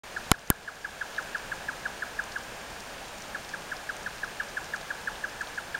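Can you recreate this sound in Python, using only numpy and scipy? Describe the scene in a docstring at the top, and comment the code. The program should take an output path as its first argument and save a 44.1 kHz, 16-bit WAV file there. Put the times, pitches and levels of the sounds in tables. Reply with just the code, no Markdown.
"""A soft rush of air and hiss opens on a wooded slope at dusk, with a brief low rumble from a hand on the
camera. A nightjar knocks out two runs of 'chuck' notes, each one fast falling whistle; ground and trunks
return early echoes and the forest rings on. Two knocks on the camera body overload the microphone, and
its gain control ducks and creeps back. Faint dry ticks dot the undergrowth throughout."""
import sys
import numpy as np
from scipy import signal
from scipy.fft import rfft, irfft
from scipy.io import wavfile
from scipy.ndimage import uniform_filter1d

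SR = 44100
rng = np.random.default_rng(int(sys.argv[2]) if len(sys.argv) > 2 else 0)


def to_wav(sig):
    """Store sig (one row per channel, or 1-D mono) as 16-bit WAV at the path in sys.argv[1].

    Samples outside -1..1 are clipped; the rate is SR.
    """
    pcm = np.clip(np.atleast_2d(sig), -1, 1) * 32767
    pcm = np.round(pcm).astype(np.int16)
    wavfile.write(sys.argv[1], SR, pcm.T)  # frames by channels


N = 255339
T = np.arange(N) / SR


def undb(db):
    """Decibels to gain."""
    return 10 ** (np.asarray(db) / 20)


def unit(x):
    """Scale to an rms of one."""
    return x / np.sqrt(np.mean(x ** 2))


def add(track, start_s, sound):
    """Mix a sound into a track at its cue."""
    i = max(int(round(start_s * SR)), 0)
    track[i:i + len(sound)] += sound[:max(len(track) - i, 0)]


def fade(t, t60):
    """Exponential decay that loses 60 dB in t60 seconds."""
    return np.exp(-np.log(1000) * t / t60)


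def band_noise(lo_hz, hi_hz, size=N):
    """Noise between two edges, rms one."""
    band = signal.butter(2, [lo_hz, min(hi_hz, SR / 2 - 1)], "band", fs=SR, output="sos")
    return unit(signal.sosfilt(band, rng.standard_normal(size)))


def walk(rate_hz):
    """Smooth random wander, rms one, that heads for a new value rate_hz times a second."""
    hold = int(SR / rate_hz)
    steps = np.repeat(rng.standard_normal(N // hold + 1), hold)
    return unit(uniform_filter1d(steps, hold)[:N])


def air(level_db=-41, body_db=-0.6, body_below_hz=1200):
    """The valley's bed: a smooth rush whose lower part wavers a little under a steady hiss."""
    # tone curve of rush and hiss: f/Hz, relative spectral level/dB
    tone_curve = [(25, 6), (100, -5.5), (300, -6.5), (600, -0.5), (850, -1), (1150, -5), (1650, -3),
                  (2000, -8), (2400, -7), (4000, -13), (7000, -15.5), (9000, -18), (10300, -24.5),
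                  (16000, -27.5)]
    hz, db = np.transpose(tone_curve)
    bins_hz = np.maximum(np.arange(N // 2 + 1) * SR / N, 1)
    eq = undb(np.interp(np.log(bins_hz), np.log(hz), db))
    rush = unit(irfft(rfft(rng.standard_normal(N)) * eq, N))
    body = signal.sosfilt(signal.butter(1, body_below_hz, fs=SR, output="sos"), rush)
    hiss = rush - body
    waver_db = .5 * walk(18)
    return undb(level_db) * (hiss + body * undb(body_db + waver_db))


def low_rumble(level_db=-58.5, waver_db=2.5, handling_db=12, handling_at_s=0.19, handling_width_s=0.083):
    """A faint rumble and murmur waver; a hand on the camera lifts the rumble just before the knocks."""
    handling = np.exp(-((T - handling_at_s) / handling_width_s) ** 2)
    rumble = undb(level_db + handling_db * handling + waver_db * walk(3.2)) * band_noise(11, 49)
    murmur = undb(level_db + waver_db * walk(11)) * band_noise(112, 239)
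    return rumble + murmur


def note_pitch(age, top_hz=1776.7, floor_hz=407, half_dive_s=0.0232, scoop_hz=169, scoop_s=0.0014):
    """Pitch of one chuck in Hz: a tiny upward scoop, a steep dive, a slower finish."""
    dive = floor_hz + (top_hz - floor_hz) / (1 + (age / half_dive_s) ** 1.82)
    return dive - scoop_hz * np.exp(-age / scoop_s)


def note_envelope(age, attack_s=0.0024, body_s=0.014, tail_db=-23, hold_s=0.042, release_s=0.007):
    """Shape of one chuck: a quick attack, a short rounded body, a faint tail that holds and lets go."""
    attack = 1 - np.exp(-age / attack_s)
    body = np.exp(-(age / body_s) ** 3.23)
    tail = undb(tail_db) * np.clip(1 - (age - hold_s) / release_s, 0, 1)
    return attack * (body + tail)


def nightjar(pitch_spread=0.0015, speed_spread=0.0504, overtone_db=-35, flutter_db=1.05):
    """Each note is a near-pure whistle that dives into a faint, ragged tail, never twice quite alike."""
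    # the bird's two runs of notes: t/s, level/dB
    notes = [(0.163, -23), (0.336, -26), (0.5072, -21.5), (0.6762, -22), (0.8444, -22.0), (1.01, -22.5),
             (1.1801, -21.5), (1.347, -21.5), (1.5165, -23), (1.6839, -22), (1.8538, -22), (2.0205, -24),
             (2.1887, -21.5), (2.3571, -24), (3.3455, -26), (3.5359, -26.5), (3.7154, -25), (3.89, -23),
             (4.0604, -24.5), (4.2309, -24.5), (4.398, -22.7), (4.5678, -24), (4.735, -22.5), (4.9032, -24),
             (5.0724, -22.2), (5.238, -23.3), (5.4065, -24), (5.5754, -23.5), (5.744, -24)]
    out, t = np.zeros(N), T[:SR // 16]
    wobble = walk(400)
    raggedness = np.interp(t, [.012, .025], [.006, .06])  # the pitch loses its hold as the note weakens
    for start_s, note_db in notes:
        sharp, fast, harsh = rng.standard_normal(3)
        age = t * (1 + speed_spread * fast)
        jitter = raggedness * np.roll(wobble, -int(start_s * SR))[:len(t)]
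        pitch_hz = note_pitch(age) * (1 + pitch_spread * sharp + jitter)
        phase = 2 * np.pi * np.cumsum(pitch_hz) / SR
        whistle = np.sin(phase) + undb(overtone_db + 2 * harsh) * np.sin(2 * phase)
        add(out, start_s, undb(note_db) * note_envelope(age) * whistle)
    return out * undb(flutter_db * walk(350))


def forest(call, send_db=-11., build_s=0.044, t60_s=2.0, ring_hz=1700, ring_width_hz=260):
    """The call, a few distinct echoes, then the scatter of many trunks, ringing near its top pitch."""
    # early echoes off ground and trunks: delay/s, level/dB
    echoes = [(.0088, -21), (.0118, -19), (.0178, -21), (.0425, -20), (.095, -26), (.255, -23)]
    t = T[:2 * SR]
    bloom = 1 - np.exp(-t / build_s)
    scatter = rng.standard_normal(len(t)) * fade(t, t60_s) * bloom
    colour = signal.iirpeak(ring_hz, ring_hz / ring_width_hz, fs=SR)
    response = undb(send_db) * signal.lfilter(*colour, scatter / np.linalg.norm(scatter))
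    for delay_s, db in echoes:
        add(response, delay_s, undb([db]))
    return call + signal.fftconvolve(call, response)[:N]


def knocks(push_s=0.001923, push_lag_s=0.00054, tick_above_hz=4000, rattle_db=-33, rattle_t60_s=0.038):
    """Hard contact ticks the case's high modes; the weight follows as a dull push that rings the lows."""
    # knocks on the camera body: t/s, sharp tick/dB, case ring/dB, dull push/dB
    hits = [(0.3157, -6, 11, 8.5), (0.502, 6.5, -1, 1.5)]
    # modes of the camera case: f/Hz, t60/s, relative level/dB
    case_modes = [(434, 0.015, -17), (830, .014, -17), (1087, 0.0085, 2.5), (1372, 0.009, -1),
                  (2013, 0.0064, 1), (2357, 0.0064, -4.5), (3034, 0.0056, -2.5), (4440, 0.0026, -11.5),
                  (5200, 0.00098, -7.5), (7730, 0.0032, 0), (9450, 0.0027, 3.5), (11760, 0.0029, 3)]
    out, t = np.zeros(N), T[:SR // 25]
    push = np.sin(np.pi * np.minimum(t / push_s, 1))
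    for hit_s, tick_db, ring_db, push_db in hits:
        for hz, t60, mode_db in case_modes:
            start_s = hit_s if hz > tick_above_hz else hit_s + push_lag_s
            strength_db = np.interp(hz, [5000, 11000], [ring_db, tick_db])
            ring = fade(t, t60) * np.sin(2 * np.pi * hz * t)
            add(out, start_s, undb(mode_db + strength_db) * ring)
        add(out, hit_s + push_lag_s, undb(push_db) * push)
        rattle = fade(t, rattle_t60_s) * band_noise(1500, 7500, size=len(t))
        add(out, hit_s, undb(rattle_db) * rattle)
    return out


def ticks(t60_s=0.014, edge_ratio=1.26, faint_db=-48, faint_spread_db=4.0, faint_count=170):
    """Dry little snaps in the undergrowth: a few clear ones among many barely heard."""
    # the clearest ticks: t/s, level/dB, centre f/Hz
    clear = [(1.164, -39, 3780), (1.3815, -36, 5450), (2.3203, -37, 4870), (3.221, -37, 5650),
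             (3.767, -35, 4430), (4.031, -37, 5850), (5.4148, -37, 6100), (5.75, -36, 3140)]
    faint = [(when * N / SR, faint_db - faint_spread_db * np.log(1.03 - force), 2200 + 4500 * bright)
             for when, force, bright in rng.random((faint_count, 3))]
    out, t = np.zeros(N), T[:SR // 40]
    for start_s, db, hz in clear + faint:
        snap = fade(t, t60_s) * band_noise(hz / edge_ratio, hz * edge_ratio, size=len(t))
        add(out, start_s, undb(db) * snap)
    return out


def scene():
    """Mono mix: the bird in its forest, with air, rumble, ticks and knocks left dry."""
    return (forest(nightjar()) + air() + low_rumble() + ticks() + knocks())[None]


def gain_control(x, threshold_db=-7.5, release_db_per_s=12, lag_s=0.00064):
    """Peaks over the threshold duck the gain almost at once; it creeps back at a steady rate."""
    over_db = np.maximum(20 * np.log10(np.abs(x) + 1e-9) - threshold_db, 0)
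    recovery_db = release_db_per_s * T
    duck_db = np.maximum.accumulate(over_db + recovery_db, axis=-1) - recovery_db
    pole = np.exp(-1 / (lag_s * SR))
    smooth_duck_db = signal.lfilter([1 - pole], [1, -pole], duck_db)
    return x * undb(-smooth_duck_db)


def record(dry, overload=1., low_cut_hz=45, notch_hz=7850, notch_q=26, ceiling=.7, top_hz=15750):
    """The camera wakes, overloads, rides its gain, thins the bass, notches, clips and cuts the top."""
    fade_in = np.interp(T, [.034, .037, .25], [0, .78, 1])
    x = gain_control(np.clip(dry * fade_in, -overload, overload))
    x = signal.sosfilt(signal.butter(1, low_cut_hz, "high", fs=SR, output="sos"), x)
    x = signal.lfilter(*signal.iirnotch(notch_hz, notch_q, fs=SR), x)
    x = np.clip(x, -ceiling, ceiling)
    return signal.sosfilt(signal.ellip(10, .2, 80, top_hz, fs=SR, output="sos"), x)


dry = scene()
out = record(dry)
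to_wav(out)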